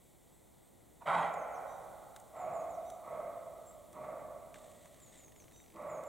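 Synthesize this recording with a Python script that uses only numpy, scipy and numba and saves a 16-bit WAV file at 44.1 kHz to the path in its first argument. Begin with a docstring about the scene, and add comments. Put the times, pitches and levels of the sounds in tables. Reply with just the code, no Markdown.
"""Soft air and microphone hiss run throughout, as filtered noise; a small bird's swept sine tones come and go.
After a second a near roe deer grunts and barks once in a bare wood: uneven glottal pulses and air ring its throat.
A camera then clicks now and again, and from 2.3 s a further deer answers four times, mostly as echo.
Around 4.5 s the lens motor whirrs, then the lens steps evenly; clicks, ticks and steps are coloured noise snaps.
Random trunk echoes with a frequency-dependent decay scatter the deer and the bird."""
import sys
import numpy as np
from scipy import signal
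from scipy.fft import rfft, irfft
from scipy.io import wavfile
from scipy.ndimage import uniform_filter1d
from numba import njit

SR = 44100
rng = np.random.default_rng(int(sys.argv[2]) if len(sys.argv) > 2 else 0)


def generate_wav(signal):
    """Clip the signal to [-1, 1] and save it as 16-bit WAV at the path in sys.argv[1]."""
    frames = np.transpose(np.atleast_2d(signal))
    scaled = np.clip(frames, -1, 1) * 32767
    pcm = np.round(scaled).astype(np.int16)
    wavfile.write(sys.argv[1], SR, pcm)


N = 268128


def undb(db):
    """Decibels to amplitude gain."""
    return 10 ** (np.asarray(db) / 20)


def unit(x):
    """Scale to rms 1."""
    return x / np.sqrt(np.mean(x ** 2) + 1e-30)


def curve(rows):
    """Rows (time [s], value) joined by straight lines."""
    return np.interp(np.arange(N) / SR, *np.transpose(rows))


def over_hz(points, size):
    """Rows (frequency [Hz], value) read on the FFT grid, linear in log frequency."""
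    hz, value = np.transpose(points)
    grid_hz = np.arange(size // 2 + 1) * SR / size
    return np.interp(np.log(grid_hz + 1), np.log(hz), value)


def colour(x, points):
    """Filter by a spectrum of rows (frequency [Hz], gain [dB])."""
    size = x.shape[-1]
    return irfft(rfft(x) * undb(over_hz(points, size)), size)


def add(track, start_s, sound):
    """Mix a sound into a track, cut at the track's end."""
    i = max(int(start_s * SR), 0)
    part = sound[:max(N - i, 0)]
    track[i:i + len(part)] += part


def wobble(size, rate_hz):
    """Random knots at a given rate joined by straight lines, spread near 1."""
    return np.interp(np.arange(size) / SR * rate_hz, np.arange(2000), rng.standard_normal(2000))


# side against mid: (frequency [Hz], gain [dB])
SIDE_COLOUR = [(30, -8), (120, 1), (500, 1.5), (2000, -12), (4500, -46), (7500, -12), (12000, -2)]


def stereo_noise(points):
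    """Coloured noise, wide in the bass and the top, narrow between."""
    mid, side = unit(colour(rng.standard_normal((2, N)), points))
    side = colour(side, SIDE_COLOUR)
    return np.array([mid + side, mid - side])


# air spectrum: (frequency [Hz], relative density [dB])
AIR_COLOUR = [(15, -24), (25, -14.5), (59, -4.5), (92, -6.5), (149, -6.5), (294, -11), (331, -9.5),
              (397, -12), (724, -12.5), (1640, -28), (3000, -48), (3900, -54), (6600, -120)]
# hiss spectrum: (frequency [Hz], relative density [dB])
HISS_COLOUR = [(1500, -22.5), (1950, 8), (2600, -2.5), (3600, 4), (5000, -5.5), (6500, 1.5), (7900, 6.5),
               (10000, 2), (15500, 0)]
# swell of both, mean removed in use: (time [s], level [dB])
BACKGROUND_SWELL = [(0.0, -75.5), (0.81, -76), (1.85, -71.5), (2.45, -73.5), (2.73, -72.5), (6.08, -74)]


def background():
    """Soft moving air among the trees and the microphone's hiss, swelling together."""
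    air_db, hiss_db, air_follows = -65, -68, 0.88
    swell_db = curve(BACKGROUND_SWELL)
    swell_db = swell_db - np.mean(swell_db)
    air_level_db = air_db + air_follows * swell_db + 0.76 * wobble(N, 4.7)
    air = stereo_noise(AIR_COLOUR) * undb(air_level_db)
    return air + stereo_noise(HISS_COLOUR) * undb(hiss_db + swell_db)


# tail bands: (frequency [Hz], t60 [s], level [dB])
WOOD_BANDS = [(150, 0.99, 2), (408, 2.96, 3), (663, 2.37, 4), (885, 2.36, -4), (1240, 2.37, -0.5),
              (2220, 1.61, 1.5), (3940, 0.99, -10), (9000, 0.34, 1.5)]


def wood(x, direct_db, early_db, early_s, tail_db, build_s, width, beam_db=0):
    """Direct sound, scatter off the nearest trunks, then a long tail that loses its treble first."""
    size = 2 * SR
    t = np.arange(size) / SR
    # trunk echoes of very unequal strength, as mid and side
    echoes = unit(rng.standard_normal((2, size)) * rng.random((2, size)) ** 8)
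    spectrum = rfft(echoes)
    band_hz, t60s, band_dbs = np.transpose(WOOD_BANDS)
    # a mouth facing the listener sends less of its upper range into the trees
    band_dbs = band_dbs - beam_db * np.clip((band_hz - 650) / 250, 0, 1)
    tail = 0
    for share, t60, band_db in zip(np.eye(len(t60s)), t60s, band_dbs):
        band = irfft(spectrum * over_hz(np.column_stack([band_hz, share]), size), size)
        tail = tail + undb(band_db) * band * np.exp(-np.log(1000) * t / t60)
    tail = tail * (1 - np.exp(-t / build_s))
    early = echoes * np.exp(-t / early_s) * np.sqrt(2 / early_s)
    mid, side = (undb(early_db) * early + undb(tail_db) * tail) / np.sqrt(SR)
    mid[0] += undb(direct_db)
    response = np.array([mid + width * side, mid - width * side])
    return signal.fftconvolve(x[None], response, axes=1)[:, :N]


def whistle(length_s, glide_hz):
    """A thin, slightly quavering tone bending through start, middle and end pitch."""
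    u = np.linspace(0, 1, int(length_s * SR))
    hz = np.polyval(np.polyfit([0, .5, 1], glide_hz, 2), u)
    hz = hz * (1 + 0.0098 * wobble(len(u), 689))
    envelope = np.abs(np.sin(np.pi * u)) ** 0.52
    tone = unit(envelope * np.sin(2 * np.pi * np.cumsum(hz) / SR))
    return undb(2.25 * wobble(len(u), 74)) * tone


# nasal note: (multiple of the fundamental, level [dB])
NASAL_MIX = [(5, -3), (8, 4), (9, -1.5), (10, 0)]


def nasal():
    """A nearly level note of a few high partials, its pitch arching a little."""
    length_s, peak_hz = 0.105, 754.7
    arch = np.abs(np.sin(np.linspace(0, np.pi, int(length_s * SR)))) ** .5
    phase = 2 * np.pi * np.cumsum(peak_hz * (1 + 0.0447 * (arch - 1))) / SR
    partials = sum(undb(db) * np.sin(round(k) * phase) for k, db in NASAL_MIX)
    return unit(arch * partials)


# falling whistles, pitches before the song's factor:
# (time into unstretched song [s], length [s], start [Hz], middle [Hz], end [Hz], level re song [dB])
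SONG_WHISTLES = [(0, .115, 7760, 6890, 6490, -1), (0.168, .118, 7520, 6760, 6220, -0.5),
                 (0.352, .073, 7150, 6600, 5200, -1)]
# songs: (time [s], level before wood [dB], whistle pitch factor, note spacing factor)
SONG_TIMES = [(1.152, -63.5, .98, 1.0), (2.352, -63, 1.03, 0.95), (4.997, -60, 1.0, 1.02),
              (5.875, -60, 0.99, 1.03)]
# rising contact calls: (time [s], middle pitch [Hz], level before wood [dB])
CONTACT_PEEPS = [(.002, 7800, -75), (.317, 8000, -70), (.62, 8460, -71), (3.655, 7560, -61.5)]


def bird():
    """Songs of three falling whistles and a nasal note; rising peeps before the first, one between later songs."""
    nasal_after_s, nasal_db = .517, -1
    peep_length_s, peep_rise = .065, 0.02  # rise: share of the pitch either side of the middle
    out = np.zeros(N)
    for start_s, db, pitch, stretch in SONG_TIMES:
        for after_s, length_s, *glide_hz, note_db in SONG_WHISTLES:
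            note = whistle(length_s, pitch * np.array(glide_hz))
            add(out, start_s + stretch * after_s, undb(db + note_db) * note)
        add(out, start_s + stretch * nasal_after_s, undb(db + nasal_db) * nasal())
    for start_s, hz, db in CONTACT_PEEPS:
        glide_hz = hz * (1 + peep_rise * np.array([-1, 0, 1]))
        add(out, start_s, undb(db) * whistle(peep_length_s, glide_hz))
    return wood(out, direct_db=-7, early_db=-13.0, early_s=0.013, tail_db=9.5, build_s=0.03, width=0.021)


@njit
def svf(x, hz, width_hz):
    """State-variable band-pass with a moving centre, gain 1 there."""
    y, band, low = np.empty(len(x)), 0., 0.
    for i in range(len(x)):
        g, k = np.tan(np.pi * hz[i] / SR), width_hz / hz[i]
        v = (band + g * (x[i] - low)) / (1 + g * (g + k))
        band, low, y[i] = 2 * v - band, low + 2 * g * v, k * v
    return y


def resonate(x, hz, width_hz):
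    """A resonance applied twice, for steep skirts."""
    centre_hz = np.minimum(hz * np.ones(len(x)), SR / 2 - 2000)
    once = svf(x, centre_hz, float(width_hz))
    return svf(once, centre_hz, float(width_hz))


# throat opening before a bark:
# (time [s], length [s], level before wood [dB], centre [Hz], width per pass [Hz])
GRUNT_PUFFS = [(1.005, 0.035, -45.5, 820, 450), (3.898, 0.12, -58, 246, 170),
               (5.712, 0.095, -53.5, 258, 224)]


def grunts():
    """Short rough puffs, band-passed noise, that lead into barks."""
    out = np.zeros(N)
    for start_s, length_s, db, hz, width_hz in GRUNT_PUFFS:
        size = int(length_s * SR)
        puff = resonate(rng.standard_normal(SR)[:size], hz, width_hz) * np.hanning(size)
        add(out, start_s, undb(db) * unit(puff))
    return wood(out, direct_db=-9.5, early_db=-9.5, early_s=0.17, tail_db=-9, build_s=0.061, width=0.17)


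def bark(row, throat, pitch_hz, chest_db, release_s, first_width_hz, jaw_drop, jitter, rasp, growl_db):
    """Uneven glottal pulses and puffs of air ring the throat while the jaw opens and closes."""
    _, length_s, db, first_hz, upper_db, attack_s = row
    size = int(length_s * SR)
    t = np.arange(size) / SR
    jaw = np.sin(np.pi * (t / length_s) ** .85)
    fold_hz = pitch_hz * (.95 + .06 * jaw) * (1 + jitter * wobble(size, 400))
    phase = np.cumsum(fold_hz) / SR
    pulses = np.diff(np.floor(phase), prepend=0)
    pulses = unit(pulses * undb(2.2 * wobble(size, 143.5)))
    # air hisses while the folds are open, afresh at every narrowing of the throat
    air = rng.standard_normal((len(throat) + 2, SR))[:, :size]
    puffs = air * np.exp(-(phase % 1) / 0.73)
    first, low, *upper = pulses + rasp * unit(puffs)
    # starts as a rasp; the first resonance blooms later and sinks as the jaw closes
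    bloom = undb(-7 * np.clip(1 - t / 0.081, 0, 1))
    voice = bloom * resonate(first, first_hz * (1 - jaw_drop * (1 - jaw)), first_width_hz)
    for source, (hz, width_hz, mode_db) in zip(upper, throat):
        voice += undb(mode_db + upper_db) * resonate(source, hz * (0.948 + 0.062 * jaw), width_hz)
    # steady lung pressure evens out the loudness
    voice /= np.sqrt(uniform_filter1d(voice ** 2, size=900) + 1e-18)
    # fundamental and low growl come through the chest wall
    growl = unit(resonate(low, 244, 460))
    chest = unit(np.sin(2 * np.pi * phase)) + undb(growl_db) * growl
    effort = np.clip(t / attack_s, 0, 1) * np.clip((length_s - t) / release_s, 0, 1)
    return effort * (undb(db) * voice + undb(chest_db) * chest)


# barks: (time [s], length [s], voice level before wood [dB],
#         first resonance with jaw open [Hz], other resonances' gain [dB], attack [s])
NEAR_CALLS = [(1.054, .28, -27, 852, -4, 0.027)]
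# other resonances: (nominal centre [Hz], width per pass [Hz], gain [dB])
NEAR_MODES = [(650, 175, -3), (1028, 263, -3.4), (1315, 290, -7.5), (2003, 350, -15), (2345, 200, -19),
              (3190, 390, -25.5), (3770, 360, -30), (8200, 4200, -42.5)]


def near_deer():
    """One loud, bright bark towards the listener."""
    out = np.zeros(N)
    for row in NEAR_CALLS:
        sound = bark(row, NEAR_MODES, pitch_hz=166.6, chest_db=-49.5, release_s=.17, first_width_hz=130,
                     jaw_drop=0.25, jitter=.1, rasp=3.4, growl_db=-4)
        add(out, row[0], sound)
    return wood(out, direct_db=-4.5, early_db=-9.0, early_s=0.044, tail_db=5.0, build_s=0.14,
                width=0.28, beam_db=3.5)


def tick(points, decay_s):
    """A short dry noise snap of the given colour, rms 1 over its first 10 ms."""
    t = np.arange(2048) / SR
    burst = rng.standard_normal(len(t)) * np.exp(-t / decay_s) * np.minimum(t / 0.00068, 1)
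    snap = colour(burst, points)
    return snap / np.sqrt(np.mean(snap[:SR // 100] ** 2))


# camera snap: (frequency [Hz], gain before treble tilt [dB])
SNAP_COLOUR = [(300, -2.5), (1200, -2.5), (2000, -2), (2900, -10), (3800, -0.5), (5000, -8), (6800, 4.5),
               (9000, 4.5), (12000, -12), (16000, -6)]


def click(treble_db):
    """A snap of the camera, tilted brighter or duller above 3 kHz."""
    tilted = [(hz, db + treble_db * np.clip(np.log2(hz / 3000), 0, 1)) for hz, db in SNAP_COLOUR]
    return tick(tilted, decay_s=.0035)


# clear camera clicks, bright from the housing and dull from the lens motor:
# (time [s], level [dB], treble [dB])
CAMERA_CLICKS = [(1.339, -60.5, -4), (2.162, -53, -8), (2.199, -61, 6), (2.901, -56.5, -6),
                 (3.929, -62.5, -5), (4.542, -55, -17), (4.557, -58, -25), (4.857, -61.5, -11),
                 (6.036, -61.5, -6)]
# faint random ticking, from the grip, then the zoom: (start [s], end [s], mean level [dB], treble [dB])
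TICK_SPELLS = [(2.2, 2.852, -72, 10), (4.598, 5.2, -66.5, -6), (5.2, 5.903, -68, -13)]
# motor runs: (time [s], length [s], settled level [dB])
MOTOR_RUNS = [(4.54, 0.62, -69.5), (5.118, 0.16, -69)]
# whirr spectrum: (frequency [Hz], gain [dB])
MOTOR_COLOUR = [(100, 5), (290, 10.5), (450, -28), (1500, -9), (1950, 4.5), (2500, -6.5), (3700, 0.5),
                (5000, -12.5), (6500, -4.5), (8300, 2.5), (10500, -17), (16000, -32)]
# lens step runs: (start [s], end [s], rate [steps/s], mean level [dB])
LENS_STEPS = [(5.201, 5.65, 25, -66), (5.661, 5.78, 50, -66)]
# step spectrum: (frequency [Hz], gain [dB])
LENS_STEP_COLOUR = [(400, 12.5), (1300, -8), (2100, 8.5), (3000, 1), (4000, -3), (5200, -4), (7000, -5),
                    (12000, -11)]


def camera():
    """Clicks and ticks, a noise whirr of the zoom motor, then even steps of the lens."""
    attack_s, release_s, surge_db, settle_s = .02, .05, 8, 0.086
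    drive = np.zeros(N)
    for start_s, length_s, db in MOTOR_RUNS:
        t = np.arange(int(length_s * SR)) / SR
        running = np.clip(t / attack_s, 0, 1) * np.clip((length_s - t) / release_s, 0, 1)
        add(drive, start_s, running * undb(db + surge_db * np.exp(-t / settle_s)))
    whirr = unit(colour(rng.standard_normal(N), MOTOR_COLOUR))
    out = drive * undb(2.3 * wobble(N, 140)) * whirr
    for start_s, db, treble_db in CAMERA_CLICKS:
        add(out, start_s, undb(db) * click(treble_db))
    for start_s, end_s, db, treble_db in TICK_SPELLS:
        for share in rng.random(size=5):
            level_db = db + 0.5 * rng.standard_normal()
            add(out, start_s + share * (end_s - start_s), undb(level_db) * click(treble_db))
    for start_s, end_s, rate_hz, db in LENS_STEPS:
        for when_s in np.arange(start_s, end_s, 1 / rate_hz):
            level_db = db + rng.standard_normal()
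            add(out, when_s, undb(level_db) * tick(LENS_STEP_COLOUR, decay_s=.0028))
    return out


# barks: (time [s], length [s], voice level before wood [dB],
#         first resonance with jaw open [Hz], other resonances' gain [dB], attack [s])
FAR_CALLS = [(2.32, 0.28, -39, 686, -3.5, 0.068), (3.015, 0.24, -42, 650, -2, 0.069),
             (3.925, .24, -44, 643, 0, 0.047), (5.735, 0.27, -44, 627, 2, 0.046)]
# other resonances: (nominal centre [Hz], width per pass [Hz], gain [dB])
FAR_MODES = [(573, 147, -10), (915, 260, -9.5), (1139, 150, -7.5), (1289, 140, -14), (2040, 310, -23.5),
             (2255, 450, -29.5), (3500, 1300, -52)]


def far_deer():
    """Duller answers that arrive mostly as echo."""
    out = np.zeros(N)
    for row in FAR_CALLS:
        sound = bark(row, FAR_MODES, pitch_hz=162.5, chest_db=-62.5, release_s=0.096, first_width_hz=120.5,
                     jaw_drop=0.099, jitter=.16, rasp=3.54, growl_db=2.0)
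        add(out, row[0], sound)
    return wood(out, direct_db=-6.0, early_db=-12, early_s=0.062, tail_db=8.0, build_s=0.041, width=0.18)


# deer placement: (frequency [Hz], left minus right [dB])
DEER_BALANCE = [(150, 6), (350, -4), (700, -2), (1100, -3), (2000, 0), (4000, 0.5)]


def scene():
    """Deer balanced left to right by frequency, bird and camera in the middle."""
    left, right = grunts() + near_deer() + far_deer()
    left = colour(left, [(hz, db / 2) for hz, db in DEER_BALANCE])
    right = colour(right, [(hz, -db / 2) for hz, db in DEER_BALANCE])
    return background() + bird() + np.array([left, right]) + camera()


def record(dry):
    """The camera cuts the top: a steep elliptic low-pass."""
    top_hz = 15800
    return signal.sosfilt(signal.ellip(10, .1, 70, top_hz, fs=SR, output="sos"), dry)


dry = scene()
out = record(dry)
generate_wav(out)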